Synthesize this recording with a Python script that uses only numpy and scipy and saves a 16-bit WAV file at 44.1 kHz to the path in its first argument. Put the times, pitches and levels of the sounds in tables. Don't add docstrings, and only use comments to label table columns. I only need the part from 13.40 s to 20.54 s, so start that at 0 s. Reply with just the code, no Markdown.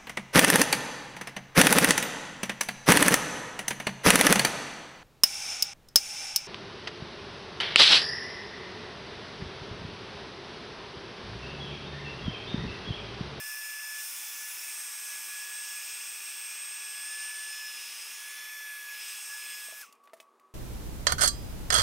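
import sys
import numpy as np
from scipy import signal
from scipy.fft import rfft, irfft, next_fast_len
from scipy.io import wavfile
from scipy.ndimage import map_coordinates

SR = 44100
rng = np.random.default_rng(int(sys.argv[2]) if len(sys.argv) > 2 else 0)


def bounce(signal):
    frames = np.transpose(np.atleast_2d(signal))
    limited = np.clip(frames, -1, 1)
    pcm = np.round(limited * 32767).astype(np.int16)
    wavfile.write(sys.argv[1], SR, pcm)


N = 314861
T = np.arange(N) / SR
BLADES, OFF_S = 7, 6.421

# (frequency [Hz], relative density [dB])
ROOM_SPECTRUM = [(18, -79), (30, -49), (90, -48), (208, -27), (332, -18.5), (389, -13), (455, -19),
                 (532, -16), (709, -18), (1050, -14), (1140, -5.5), (1360, -22), (3880, -35), (10700, -39),
                 (14300, -44), (15700, -56)]
# (frequency [Hz], level [dB])
HUM_TONES = [(150, -103), (237, -84.5), (382, -86.5), (468, -81.5), (1265, -76)]
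# (time [s], pitch [Hz], level [dB], throb depth [0-1])
DRONE_TRACK = [(6.3, 1150, -68.5, .4), (6.5, 1137, -68, .9)]
# (frequency [Hz], t60 [s])
WALL_DECAY = [(200, 0.22), (2000, 0.15), (12000, 0.16)]

# (time [s], relative level [dB], dull share [dB], t60 [s])
SWITCH_TICKS = [(6.4127, -29, -16, 0.032), (6.5258, -39, -22, 0.031), (6.552, -55, -10, 0.037),
                (6.6368, -53, -11, 0.069), (6.655, -53, -1, 0.04), (6.6742, -54, 13, 0.035),
                (6.6964, -64, 17, 0.033), (6.767, -56, -2, 0.22), (6.8266, -52, -3, .04),
                (6.9975, -52, -1, 0.03)]
# (time [s], thud [dB], clack [dB], crack [dB], ring time [share of the free one])
BODY_KNOCKS = [(6.285, -50.5, -62, -65, 0.45), (6.325, -51, -62, -68, 0.53), (6.7336, -46, -57, -55, 0.74),
               (6.7381, -55, -48, -61, 0.45), (6.8014, -52, -40.5, -51.5, 0.8)]
# (frequency [Hz], relative level [dB], free t60 [s])
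TABLE_MODES = [(541, -32, 0.031), (660, 2, 0.084), (915, -3, 0.036), (1295, -6, .04), (1800, -7, 0.057),
               (2050, -6, 0.037)]
SHELL_MODES = [(2280, -9, 0.044), (2570, -5, 0.054), (3000, -12, 0.052), (3070, -15, 0.044),
               (3380, -15, .04), (5652, -25, .06)]
# (time [s], level [dB], frequency [Hz], width [s])
ROTOR_THUMP = (6.492, -64, 235, .006)

# (frequency [Hz], relative density [dB])
ROAR_SPECTRUM = [(140, -47), (300, -20.5), (400, -19), (750, -12.5), (860, -2.5), (960, -1.5), (1080, -9),
                 (1300, -2), (1470, 4.5), (1620, -1.5), (1780, 3.5), (1920, -2), (2600, -11), (4000, -42)]
BARREL_SPECTRUM = [(1600, -25), (2050, -5), (2250, -1.5), (2450, 1), (2750, -0.5), (2950, -9.5),
                   (3600, -24), (5000, -43)]
RUSH_SPECTRUM = [(1200, -16), (2500, -0.5), (3200, -1.5), (3550, -5.5), (3850, -6), (4500, -5), (5500, -23),
                 (8000, -44)]
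HISS_SPECTRUM = [(3500, -35), (4600, -16), (5000, -3), (5300, -2.5), (5700, -0.5), (6400, -3.5),
                 (7100, -7.5), (7800, -6), (8500, -4), (9200, -7), (11000, -30)]
FIZZ_SPECTRUM = [(7000, -22), (8800, -9.5), (9800, 0), (11000, 1.5), (12100, -3), (12900, 0), (13600, 2.5),
                 (14500, 1), (15700, -0.5)]
# (time [s], barrel [dB], nozzle hiss [dB], fizz [dB])
AIR_LEVELS = [(0, -47, -47.5, -44), (.5, -47, -47, -46.5), (.63, -50.5, -44, -42), (1.3, -48.5, -45, -43),
              (1.5, -49.5, -45, -46), (2.5, -47.5, -45.5, -44.3), (3.3, -47, -47, -48),
              (3.75, -46.5, -46.5, -47.5), (4.55, -46.5, -48, -50.3), (4.95, -49.5, -51.3, -49.5),
              (5.45, -49, -55, -47.5), (5.68, -45, -46.5, -47.5), (5.95, -50, -48, -46.5),
              (6.08, -46.5, -50, -47), (6.24, -52, -49.5, -47), (6.36, -54, -51.5, -52)]
# (time [s], relative level [dB])
RUSH_DB = [(0, -57), (.5, -57.5), (.62, -54), (3.9, -54), (4.9, -51.5), (5.42, -54), (5.62, -50),
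           (5.97, -57.5), (6.12, -50.5), (6.4, -60)]
# (time [s], nominal centre [Hz])
BARREL_CENTRE = [(.5, 2542), (.68, 2451), (1.93, 2460), (2.07, 2553), (3.5, 2553), (4.15, 2657),
                 (4.7, 2652), (5.0, 2428), (5.4, 2458), (5.69, 2614), (6.25, 2525)]
# (frequency [Hz], width [Hz], boost [dB])
BARREL_MODES = [(1775, 31, 5.5), (2180, 54, -1), (2434, 25, 7), (2577, 16, 6.5), (2790, 40, 4),
                (2837, 45, 5.5), (2847, 76, -7.5), (3045, 60, 3), (3420, 150, 5.5), (3765, 77, 6),
                (5400, 82, 8.5), (5700, 70, 0), (6030, 80, 3.5)]
# (time [s], near lag [ms], far lag [ms])
TABLE_LAGS = [(.48, 0.22, 1.15), (.62, .27, 1.45), (1.88, .27, 1.3), (2.03, .253, 1.08), (3.2, 0.25, 1.22),
              (4.0, .225, 1.03), (4.3, .225, 1.04), (4.7, .2, 0.99), (5.1, .16, .92), (5.3, .17, .86),
              (5.5, .176, .88), (5.6, .235, 1.04), (6.0, 0.25, .96)]
# (time [s], nominal centre [Hz], level [dB])
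SWISH_TRACK = [(.5, 12700, -55), (.62, 11000, -54), (1.9, 11040, -55), (2.1, 11060, -71), (4.0, 10180, -69),
               (4.35, 10330, -55), (4.95, 10630, -54.5), (5.25, 13030, -56), (5.5, 12830, -61),
               (5.62, 12500, -75)]

# (time [s], blade-pass rate [Hz])
BLADE_RATE = [(1.28, 1724), (1.4, 1685), (2.3, 1691), (3.15, 1688), (3.6, 1689), (3.71, 1722), (4.22, 1721),
              (4.42, 1694), (4.62, 1681), (4.83, 1694), (4.92, 1719), (5.18, 1723), (5.4, 1695),
              (5.8, 1684), (6.04, 1698), (6.24, 1683), (6.4, 1697)]
# (time [s], level [dB])
FIRST_DB = [(.6, -43.5), (.72, -62.5), (.82, -60), (.95, -53), (1.62, -55.5), (1.72, -48), (1.85, -55),
            (1.92, -47), (2.36, -49), (2.48, -56.5), (3.1, -55.5), (3.6, -50), (3.72, -44), (4.25, -45),
            (4.6, -63), (4.85, -50), (5.25, -44), (5.53, -45), (5.62, -52), (5.84, -55.5), (5.94, -44),
            (6.15, -50)]
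SECOND_DB = [(.45, -60), (.62, -57), (1.7, -63), (2.1, -57), (3.0, -60.5), (4.1, -56), (4.7, -62),
             (5.0, -54), (5.45, -60.5), (5.7, -53), (5.9, -61.5), (6.1, -54), (6.4, -67)]
THIRD_DB = [(.55, -52), (.85, -58.5), (2.3, -60.5), (2.48, -53), (2.9, -66), (3.75, -51.5), (3.98, -58),
            (4.12, -47), (4.28, -46), (4.66, -52.5), (4.76, -62), (5.52, -65), (5.61, -51), (5.82, -61),
            (6.12, -47.5), (6.25, -62)]
FIFTH_DB = [(0, -50), (.78, -48), (.95, -56), (1.42, -44), (2.0, -45), (3.0, -43), (4.05, -43.5),
            (4.25, -55), (4.75, -50.5), (5.35, -54.5), (5.5, -58), (5.72, -48), (5.91, -45), (6.05, -50.5),
            (6.11, -40), (6.21, -53), (6.28, -44), (6.37, -61)]
# (time [s], level [dB])
UPPER_DB = [(.45, -58), (.62, -54.5), (1.25, -55.5), (1.5, -59), (1.85, -57), (2.1, -64.5), (4.0, -63),
            (4.5, -59), (4.95, -60), (5.2, -68), (5.5, -61), (6.3, -59.5)]
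# (order [multiple of shaft speed], level over the base [dB])
SHAFT_OVERTONES = [(19, -17), (33, -11), (42, 0.5), (49, 0), (51, -11), (54, -15), (56, -1.5), (58, -14),
                   (61, -9), (63, -5)]
# (time [s], swing [0-1])
HAND_SWING = [(.5, 0.1), (.65, 0.8), (1.35, 0.9), (1.5, 0.3), (5.45, 0.33), (5.6, .8)]


def amp(db):
    return 10 ** (np.asarray(db) / 20)


def unit(x):
    return x / np.sqrt(np.mean(x ** 2) + 1e-20)


def along(points, hz):
    f, v = np.transpose(points)
    return np.interp(np.log(hz + 1), np.log(f + 1), v)


def curves(rows):
    s, *cols = np.transpose(rows)
    return [np.interp(T, s, c) for c in cols]


def wobble(rate):
    return map_coordinates(rng.standard_normal(int(N * rate / SR) + 4), [T * rate])


def filtered(x, response):
    m = next_fast_len(N + SR // 2)
    return irfft(rfft(x, m) * response(np.fft.rfftfreq(m, 1 / SR)), m)[..., :N]


def noise(spectrum):
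    skirt = lambda hz: np.minimum(hz / spectrum[0][0], 1) ** 2
    return unit(filtered(rng.standard_normal(N), lambda hz: amp(along(spectrum, hz)) * skirt(hz)))


def sliding_noise(spectrum, speed):
    return map_coordinates(noise(spectrum), [np.cumsum(speed)], mode="mirror")


def coast(slow_s):
    return np.exp(-np.maximum(T - OFF_S, 0) / slow_s)


def room_tone(throb_hz=5.25, throb_peak_s=6.665):
    hum = sum(amp(db + 0.52 * wobble(7.9)) * np.sin(2 * np.pi * hz * T + 0.26 * wobble(8))
              for hz, db in HUM_TONES)
    drone_hz, drone_db, depth = curves(DRONE_TRACK)
    throb = 1 + depth * np.cos(2 * np.pi * throb_hz * (T - throb_peak_s))
    drone_gain = throb * amp(drone_db + 1.3 * wobble(9.9))
    drone = drone_gain * np.sin(2 * np.pi * np.cumsum(drone_hz) / SR + 0.45 * wobble(12))
    return amp(-67) * noise(ROOM_SPECTRUM) + np.sqrt(2) * (hum + drone)


def walls(x):
    hz, t, spectra = signal.stft(rng.standard_normal(SR // 2), SR, nperseg=256)
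    decay = amp(-60 * t / along(WALL_DECAY, hz)[:, None])
    tail = signal.istft(spectra * decay, SR, nperseg=256)[1]
    return signal.fftconvolve(x, tail / np.linalg.norm(tail))[:N]


def rotor_thump():
    s, db, hz, width = ROTOR_THUMP
    return amp(db) * np.exp(-((T - s) / width) ** 2) * np.sin(2 * np.pi * hz * (T - s))


def ring(modes, t, ring_share):
    return sum(amp(db + rng.normal(0, 1.53) - 60 * t / (t60 * ring_share)) * np.sin(2 * np.pi * hz * t)
               for hz, db, t60 in modes)


def handling():
    out, t = np.zeros(N + SR), np.arange(SR // 4) / SR
    bright = noise([(1500, -7), (4000, -4.5), (9000, -3.0), (15000, -8)])
    dull = noise([(700, 0), (2400, 0), (4500, -14), (9000, -38)])
    piece = lambda x: x[rng.integers(N - len(t)):][:len(t)]
    for s, db, dull_db, t60 in SWITCH_TICKS:
        tick = amp(db - 11.5 - 60 * t / t60) * piece(bright + amp(dull_db) * dull)
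        out[round(s * SR):][:len(t)] += tick
    for s, thud_db, clack_db, crack_db, ring_share in BODY_KNOCKS:
        crack = amp(crack_db - 60 * t / 0.072) * piece(bright)
        thud = amp(thud_db) * ring(TABLE_MODES, t, ring_share)
        clack = amp(clack_db) * ring(SHELL_MODES, t, ring_share)
        out[round(s * SR):][:len(t)] += thud + clack + crack
    return signal.sosfilt(signal.butter(2, 330, "high", fs=SR, output="sos"), out[:N])


def table_reflections(x, usual_lag_ms=0.23):
    near_ms, far_ms = curves(TABLE_LAGS)
    closeness = usual_lag_ms / near_ms
    oversampled = signal.resample_poly(x, 2, 1)
    late = lambda ms: map_coordinates(oversampled, [2 * SR * (T - ms / 1000)])
    return x + 0.19 * closeness ** 0.81 * late(near_ms) + 0.072 * closeness ** 1.9 * late(far_ms)


def air_column(x):
    boost_db = lambda hz: sum(db / (1 + (2 * (hz - centre) / width) ** 2)
                              for centre, width, db in BARREL_MODES)
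    return filtered(x, lambda hz: amp(boost_db(hz)))


def swish():
    hz, db = curves(SWISH_TRACK)
    shape = [(4000, -61), (5000, -12), (5300, 0), (5500, -1.5), (5750, -4), (6000, -20), (7500, -61)]
    return amp(db) * sliding_noise(shape, speed=hz / 5500) * coast(slow_s=0.028)


def air_stream(phase, chop, usual_hiss_db=-46.5):
    barrel_db, hiss_db, fizz_db = curves(AIR_LEVELS)
    centre_hz, rush_db = curves(BARREL_CENTRE) + curves(RUSH_DB)
    roar_db = -56.5 + 0.6 * (hiss_db - usual_hiss_db)
    roar = amp(roar_db + 0.47 * wobble(7)) * noise(ROAR_SPECTRUM)
    resonance = sliding_noise(BARREL_SPECTRUM, speed=centre_hz / 2530)
    barrel = amp(barrel_db - 1.5 + 0.34 * wobble(16)) * resonance
    rush = amp(rush_db + 0.66 + 0.8 * wobble(12)) * noise(RUSH_SPECTRUM)
    hiss = amp(hiss_db + 0.5 + 0.54 * wobble(12)) * noise(HISS_SPECTRUM)
    fizz = amp(fizz_db - 0.84 + 0.27 * wobble(7.2)) * noise(FIZZ_SPECTRUM)
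    chopped = (hiss + fizz) * unit(1 + chop * np.sin(phase))
    flow = barrel * coast(slow_s=0.06) + (roar + rush + chopped) * coast(slow_s=0.036)
    return table_reflections(air_column(flow))


def blade_phase(flutter):
    hz = curves(BLADE_RATE)[0] * coast(slow_s=0.106) * (1 + flutter * wobble(70))
    return 2 * np.pi * np.cumsum(hz) / SR


def fan_whine(phase, flicker_db=2.6, flicker_per_s=13):
    tracks = FIRST_DB, SECOND_DB, THIRD_DB, FIFTH_DB, UPPER_DB, HAND_SWING
    first_db, second_db, third_db, fifth_db, upper_db, swing = [curves(rows)[0] for rows in tracks]
    flicker = lambda: flicker_db * swing * wobble(flicker_per_s)
    shaft = phase / BLADES
    low = amp(first_db + 0.87 * flicker() + 0.32 * wobble(40)) * np.sin(phase)
    low += amp(-69 + 2.7 * wobble(5.7)) * np.sin(5 * shaft)
    high = amp(second_db + flicker() + 0.7 * wobble(30)) * np.sin(2 * phase)
    high += amp(third_db + flicker() + 1.8 * wobble(40)) * np.sin(3 * phase)
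    high += amp(-59 + 2.6 * wobble(4) + 2.1 * wobble(30)) * np.sin(4 * phase)
    high += amp(fifth_db + flicker() + 1.1 * wobble(50)) * np.sin(5 * phase)
    for order, db in SHAFT_OVERTONES:
        overtone_db = upper_db + db + 1.7 * wobble(3) + flicker() + 2.2 * wobble(40)
        high += amp(overtone_db) * np.sin(order * shaft)
    collapse = np.exp(-(np.maximum(T - OFF_S, 0) / 0.03) ** 4)
    return np.sqrt(2) * (low * collapse + high * coast(slow_s=0.016))


def scene():
    phase = blade_phase(flutter=0.00045)
    gun = fan_whine(phase) + air_stream(phase, chop=0.15) + swish()
    bumps = handling() + rotor_thump()
    mono = gun + bumps + amp(-13) * walls(bumps) + room_tone()
    return np.array([mono, mono])


def record(dry):
    low_cut_hz, top_hz = 120, 15760
    return filtered(dry, lambda hz: (hz < top_hz) * (1 - 0.8 / (1 + (hz / low_cut_hz) ** 6)))


dry = scene()
out = record(dry)
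bounce(out)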